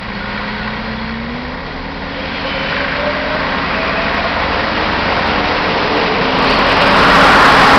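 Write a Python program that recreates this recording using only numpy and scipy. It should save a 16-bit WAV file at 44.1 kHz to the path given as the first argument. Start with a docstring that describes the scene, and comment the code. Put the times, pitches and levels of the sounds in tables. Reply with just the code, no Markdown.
"""Tractor convoy on a wet winter road.

The leading diesel, towing a trailer, revs up and nears the verge: the exhaust throbs, the fan drones,
combustion knocks ring the engine panels and meshing gears whine upward. Tyres roar and hiss, brief
tones waver over the engine noise, the hitch rattles. Coming level, the leader overloads the microphone;
the next tractor closes in behind it with its own hum and whine."""
import sys
import numpy as np
from scipy import signal
from scipy.fft import rfft, irfft
from scipy.io import wavfile

SR = 44100
rng = np.random.default_rng(int(sys.argv[2]) if len(sys.argv) > 2 else 0)


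def master_out(mix):
    """Clip the mix to full scale and print it as 16-bit PCM to the path in sys.argv[1]."""
    frames = np.transpose(np.atleast_2d(mix))
    ceiling = np.clip(frames, -1, 1)
    pcm = np.round(ceiling * 32767).astype(np.int16)
    wavfile.write(sys.argv[1], SR, pcm)


N = 343098
TIME = np.arange(N) / SR


def from_db(db):
    """Decibels to gain."""
    return 10 ** (np.asarray(db) / 20)


def unit_rms(x):
    """Scale to rms 1."""
    return x / np.sqrt(np.mean(x ** 2) + 1e-20)


def curves(rows):
    """Each column after time_s, interpolated at every sample."""
    time_s, *columns = np.transpose(rows)
    return [np.interp(TIME, time_s, column) for column in columns]


def swell(start_s, end_s, fade_s):
    """Rise from 0 to 1, hold, fall back."""
    return np.clip(np.minimum(TIME - start_s, end_s - TIME) / fade_s, 0, 1)


def drift(rate_hz):
    """Slow random wander, rms 1."""
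    hop, settle = 40, 2000
    pole = np.exp(-2 * np.pi * rate_hz * hop / SR)
    white = rng.standard_normal(N // hop + settle + 2)
    slow = signal.lfilter([1], [1, -2 * pole, pole * pole], white)[settle:]
    return np.interp(np.arange(N) / hop, np.arange(len(slow)), unit_rms(slow))


def noise(spectrum):
    """Noise with the given spectral shape, rms 1."""
    freq_hz, level_db = np.transpose(spectrum)
    bins_hz = np.maximum(np.fft.rfftfreq(N, 1 / SR), 1)
    shape = from_db(np.interp(np.log(bins_hz), np.log(freq_hz), level_db))
    return unit_rms(irfft(rfft(rng.standard_normal(N)) * shape, N))


def resonate(x, pitch_hz, width_hz):
    """One resonance, peak gain 1."""
    radius = np.exp(-np.pi * width_hz / SR)
    feedback = [1, -2 * radius * np.cos(2 * np.pi * pitch_hz / SR), radius ** 2]
    return signal.lfilter(np.array([1, 0, -1]) * (1 - radius ** 2) / 2, feedback, x)


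def turns_of(speed_hz):
    """Revolutions so far, from a random angle."""
    return np.cumsum(speed_hz * np.ones(N)) / SR + rng.random()


def tone(turns, waver_db, waver_hz):
    """Sine of wavering strength, rms 1."""
    return unit_rms(np.sin(2 * np.pi * turns) * from_db(waver_db * drift(waver_hz)))


def firings(crank, decay_turns, uneven_db, steady):
    """Four unequal cylinders fire in two turns: decaying bursts on a steady floor."""
    stroke, since_firing = np.divmod(2 * crank, 1)
    stroke = stroke.astype(int)
    cylinder_bias = np.array([0.9, -1.6, 0.3, -0.095])[stroke % 4]
    strength = from_db(uneven_db * (cylinder_bias + rng.standard_normal(N)[stroke]))
    return unit_rms(steady + strength * np.exp(-since_firing / (2 * decay_turns)))


# Engine load: time_s, load_db
LOAD = [(0, -4), (.4, 0), (.85, -1.5), (1.25, -5.5), (1.9, -6.5), (2.7, 0), (3.85, 1), (5, -1), (5.5, -2.5),
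        (6.3, -8), (6.6, -4.5), (6.85, -4), (7.25, -0.5), (7.78, 0)]
PASS_S, CLOSEST_M, SPEED_M_PER_S, CRUISE_CRANK_HZ = 7.58, 3.14, 2.965, 39

def passing(level_db, distance_power, load_share, speed_power):
    """Gain of a sound from the leader's distance, load and engine speed."""
    distance_m = np.hypot(CLOSEST_M, SPEED_M_PER_S * (TIME - PASS_S))
    load_db, = curves(LOAD)
    crank_hz, _ = curves(LEAD_ENGINE)
    nearness = (CLOSEST_M / distance_m) ** distance_power
    revs = (crank_hz / CRUISE_CRANK_HZ) ** speed_power
    return from_db(level_db + load_share * load_db) * nearness * revs


def follower_hum(crank):
    """The engine further back hums at three low crank orders."""
    return (from_db(-38) * tone(crank, waver_db=2.5, waver_hz=3)
            + from_db(-40) * tone(1.3 * crank, waver_db=2, waver_hz=2)
            + from_db(-43) * tone(2 * crank, waver_db=3, waver_hz=1.5))


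# Wet-road hiss: freq_hz, relative_db
SPRAY_SPECTRUM = [(800, -27.5), (1800, -11.5), (2400, 0.5), (2900, -1.5), (3500, -9), (4200, -9.5),
                  (5200, -14)]
# Hiss envelope: time_s, level_db
SPRAY_LEVEL = [(0, -34), (.5, -30.5), (1.25, -36.5), (1.85, -39), (2.5, -23.5), (3.3, -29.5), (4.6, -25),
               (5.8, -23), (7.1, -17.5), (7.78, -33)]

def spray():
    """Tyre lugs peel unevenly off the wet road and hiss."""
    level_db, = curves(SPRAY_LEVEL)
    return from_db(level_db) * noise(SPRAY_SPECTRUM) * from_db(1.8 * drift(30))


# Rolling noise: freq_hz, relative_db
TYRE_SPECTRUM = [(150, -19), (300, -10.5), (450, -2.5), (580, -3), (750, -4), (1000, -3.5), (1400, -16),
                 (2200, -18.5), (4000, -19.5)]
# Tyre gain: level_db, distance_power, load_share, speed_power
TYRE_GAIN = (-10, 1.08, 0.25, 1.05)

def tyres():
    """The leader's tyres roar as they roll."""
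    return passing(*TYRE_GAIN) * noise(TYRE_SPECTRUM) * from_db(0.8 * drift(15))


# Air rush: freq_hz, relative_db
AIR_SPECTRUM = [(500, -14), (800, -8), (1100, -1), (1350, -1.5), (1650, -4.5), (2200, -13.5), (2800, -14),
                (4000, -24)]
# Air gain: level_db, distance_power, load_share, speed_power
AIR_GAIN = (-7, 1.43, 1.29, -0.5)

def cooling_air():
    """Turbulent cooling air rushes and flutters."""
    return passing(*AIR_GAIN) * noise(AIR_SPECTRUM) * from_db(0.71 * drift(28))


# Short tones and whistles: start_s, end_s, pitch_hz, wander_hz, level_db
BRIEF_TONES = [(0.16, .75, 1450, 42, -33), (.18, 1.25, 955, 34.2, -37.5), (.1, 1.2, 3350, 70, -44),
               (.05, 1.15, 4260, 50, -43), (2.05, 2.44, 3250, 120, -38), (2.43, 2.86, 3020, 9, -32.5),
               (2.42, 3.1, 2330, 25, -34), (2.3, 2.82, 4280, 50, -42), (2.75, 3.6, 1560, 50, -30.5),
               (3.6, 4.24, 2500, 78.2, -30), (5.64, 6.55, 455, 32.7, -24.5), (6.42, 6.62, 4320, 128, -27),
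               (6.36, 6.64, 1130, 59, -21), (6.93, 7.5, 1380, 35.1, -18.5), (6.9, 7.78, 1085, 45, -21),
               (7.13, 7.85, 805, 23, -18)]

def brief_tones(fade_s=0.05, waver_db=3.5):
    """Short tones and whistles over the engine noise, wavering in pitch and strength."""
    out = np.zeros(N)
    wander = drift(49.8)
    waver = unit_rms(from_db(waver_db * drift(70)))
    for start_s, end_s, pitch_hz, wander_hz, level_db in BRIEF_TONES:
        span = np.flatnonzero((TIME >= start_s) & (TIME < end_s))
        shifted = (span + rng.integers(N)) % N   # each tone wavers its own way
        turns = np.cumsum(pitch_hz + wander_hz * wander[shifted]) / SR
        envelope = from_db(level_db) * swell(start_s, end_s, fade_s)[span] * waver[shifted]
        out[span] += envelope * np.sqrt(2) * np.sin(2 * np.pi * turns)
    return out


def hitch_knocks(peak_s=2.804, peak_db=-14, fall_db_per_s=31.5):
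    """The drive shaft knocks the hitch every second turn, building up and dying away."""
    mesh_hz, _ = curves(LEAD_GEARS)
    cycles = np.cumsum(mesh_hz) / (2 * LEAD_TEETH * SR)
    count = np.floor(cycles - np.interp(peak_s, TIME, cycles))
    return np.diff(count, prepend=count[0]) * from_db(peak_db - fall_db_per_s * abs(TIME - peak_s))


# Trailer bumps: start_s, level_db
JOLTS = [(.376, -20), (.436, -24), (1.092, -24), (3.745, -15), (6.215, -15)]

def trailer_rattle(decay_s=0.011):
    """Loose steel chatters at each hitch knock and bump."""
    hits = hitch_knocks()
    for start_s, level_db in JOLTS:
        hits[round(start_s * SR)] += from_db(level_db)
    envelope = signal.lfilter([1], [1, -np.exp(-1 / (decay_s * SR))], hits + 1e-18)
    white = rng.standard_normal(N)
    steel = resonate(white, 1530, 170) - 0.63 * resonate(white, 1950, 220)
    steel += 0.5 * resonate(white, 2320, 200)
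    return envelope * unit_rms(steel)


# Leader's transmission: time_s, mesh_hz, drone_db
LEAD_GEARS = [(1.2, 455, -52), (1.5, 470, -52), (2.05, 505, -41), (2.7, 552.7, -38), (3.05, 588.7, -37),
              (3.4, 622, -36.5), (4.2, 677.5, -33.5), (5.2, 709, -33.5), (5.5, 732, -33), (5.85, 747, -56)]
# Follower's transmission: time_s, mesh_hz, drone_db
FOLLOWER_GEARS = [(6.1, 507.8, -46), (6.55, 543.5, -32), (7.0, 586, -29), (7.4, 607, -26), (7.6, 617, -37),
                  (7.78, 614, -40)]
# Teeth biting: start_s, end_s, rise_db
BITES = [(2.098, 2.31, 14.5), (2.39, 2.9, 12.5), (2.916, 3.47, 14), (3.7, 4.415, 10), (5.33, 5.561, 10.5),
         (6.55, 7.9, 7.5)]
LEAD_TEETH, FOLLOWER_TEETH = 11, 13

def transmission(rows, teeth, flutter_db, slack_db=-0.5, fade_s=0.09):
    """Meshing teeth whine, louder when they bite; their shaft drones at its turning rate."""
    mesh_hz, drone_db = curves(rows)
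    mesh = turns_of(mesh_hz)
    bite_db = sum(rise_db * swell(start_s, end_s, fade_s) for start_s, end_s, rise_db in BITES)
    whine = from_db(slack_db + bite_db) * tone(mesh + 0.068 * drift(35), flutter_db, waver_hz=28)
    drone = tone(mesh / teeth, waver_db=1.1, waver_hz=4)
    envelope = swell(rows[0][0], rows[-1][0] + fade_s, fade_s)
    return envelope * from_db(drone_db) * (whine + drone)


# Engine panel modes: pitch_hz, base_width_hz, relative_db
PANELS = [(422, 57, -7.5), (530, 60, 1), (725, 70, -4), (937, 194, -2.5), (1067, 110, -1), (1439, 130, -3),
          (1581, 150, -4), (1896, 244, 0.5), (2216, 255, -4), (2820, 240, -22), (3327, 260, -11.5),
          (3830, 220, -11), (4246, 190, -11.5), (4715, 240, -14)]
# Clatter gain: level_db, distance_power, load_share, speed_power
CLATTER_GAIN = (-14.5, 0.67, 0.8, -0.45)

def clatter(lead_crank, follower_crank, slap_db=-8, widening=1.18):
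    """Combustion knocks of both engines and the leader's piston slap ring the panels."""
    knock = np.hypot(firings(lead_crank, decay_turns=0.285, uneven_db=2.05, steady=0.82),
                     firings(follower_crank, decay_turns=0.27, uneven_db=2.5, steady=0.6))
    stroke = np.floor(2 * lead_crank)
    slap = from_db(slap_db) * unit_rms(np.diff(stroke, prepend=stroke[0]))
    ringing = np.zeros(N)
    for k, (pitch_hz, base_width_hz, relative_db) in enumerate(PANELS):
        force = knock * rng.standard_normal(N) + slap * (-1) ** k
        width_hz = widening * base_width_hz
        ringing += from_db(relative_db) * resonate(resonate(force, pitch_hz, width_hz), pitch_hz, width_hz)
    return passing(*CLATTER_GAIN) * unit_rms(ringing)


# Leader's engine speed and fan tone: time_s, crank_hz, fan_db
LEAD_ENGINE = [(0.0, 28.3, -39), (0.19, 28.8, -29), (1.21, 32.5, -26), (1.36, 34.72, -26),
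               (1.67, 37.5, -37.5), (1.9, 39.33, -32.5), (2.42, 40.2, -32.5), (2.79, 38.8, -32),
               (3.9, 38.9, -30.5), (4.16, 40.66, -39), (4.24, 40.15, -36), (4.79, 44.4, -30),
               (5.16, 45.63, -37), (5.41, 41.4, -26), (5.85, 44.1, -32.5), (5.96, 42.4, -20.5),
               (6.07, 41.17, -31.5), (6.26, 37.04, -25.5), (6.8, 39.15, -24.5), (7.26, 39.2, -20),
               (7.41, 38.1, -25), (7.78, 38.7, -18)]

def fan(crank, blades_per_turn=7):
    """Passing fan blades drone, with a rough octave above."""
    _, fan_db = curves(LEAD_ENGINE)
    blade_passes = blades_per_turn * crank
    drone = tone(blade_passes, waver_db=0.94, waver_hz=17)
    octave = tone(2 * blade_passes + 0.1 * drift(25), waver_db=4, waver_hz=25)
    return from_db(fan_db) * (drone + from_db(-12.5) * octave)


# Exhaust gas noise: freq_hz, relative_db
PUFF_SPECTRUM = [(60, -8.5), (105, -7), (140, -5), (180, 1.5), (230, 0.5), (300, -6), (400, -28.5),
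                 (800, -25.5)]
# Gas noise gain: level_db, distance_power, load_share, speed_power
PUFF_GAIN = (-18, 0.71, 0.3, -0.2)
# Exhaust tones: time_s, firing_db, octave_db, fifth_order_db
THROB = [(0, -37, -37.5, -50), (.7, -36, -34.5, -47), (1.8, -36, -40, -39), (3.6, -38, -34, -33),
         (4.7, -33, -43, -34.5), (5.7, -35, -45, -38), (6.7, -37, -36.5, -31.5), (7.3, -37, -26.5, -27),
         (7.78, -37, -36, -30)]

def exhaust(crank):
    """Gas puffs out twice a turn and throbs at crank orders 2, 4 and 5."""
    gas = passing(*PUFF_GAIN) * noise(PUFF_SPECTRUM)
    puffs = gas * firings(crank, decay_turns=0.205, uneven_db=-1.0, steady=1.0)
    firing_db, octave_db, fifth_order_db = curves(THROB)
    throb = (from_db(firing_db) * tone(2 * crank, waver_db=1.1, waver_hz=5.1)
             + from_db(octave_db) * tone(4 * crank, waver_db=1.1, waver_hz=8)
             + from_db(fifth_order_db) * tone(5 * crank, waver_db=2.3, waver_hz=7.3))
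    return puffs + throb


def scene():
    """Both tractors at the roadside, mono."""
    crank_hz, _ = curves(LEAD_ENGINE)
    lead, follower = turns_of(crank_hz), turns_of(speed_hz=32.3)
    engines = exhaust(lead) + fan(lead) + follower_hum(follower) + clatter(lead, follower)
    rush = cooling_air() + tyres() + spray()
    gears = transmission(LEAD_GEARS, LEAD_TEETH, flutter_db=3.5)
    gears += transmission(FOLLOWER_GEARS, FOLLOWER_TEETH, flutter_db=4.5)
    return (engines + rush + gears + brief_tones() + trailer_rattle())[None]


def overload(x, ceiling=0.7, knee=0.035):
    """Linear for small swings; a rounded knee leads into a flat top."""
    size = np.minimum(abs(x), ceiling + knee)
    into_knee = np.maximum(size - ceiling + knee, 0)
    return np.sign(x) * (size - into_knee ** 2 / (4 * knee))


# Microphone response: freq_hz, gain_db
MIC_RESPONSE = [(0, 0), (5000, 0), (5250, -1.5), (5500, -10), (5780, -11), (6000, -20), (6150, -36),
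                (6300, -80)]

def record(dry, cutoff_hz=15800):
    """A narrow-band microphone overloads; only the clipping sizzle reaches the top octaves."""
    low_cut = signal.sosfilt(signal.butter(3, 24, "high", fs=SR, output="sos"), dry)
    response = from_db(np.interp(np.fft.rfftfreq(N, 1 / SR), *np.transpose(MIC_RESPONSE)))
    clipped = overload(irfft(rfft(low_cut) * response, N))
    dipped = clipped - 0.45 * resonate(clipped, pitch_hz=6700, width_hz=1800)
    dulled = signal.sosfilt(signal.butter(1, 12500, fs=SR, output="sos"), dipped)
    return signal.fftconvolve(dulled, signal.firwin(255, cutoff_hz, fs=SR)[None], "same", axes=1)


dry = scene()
out = record(dry)
master_out(out)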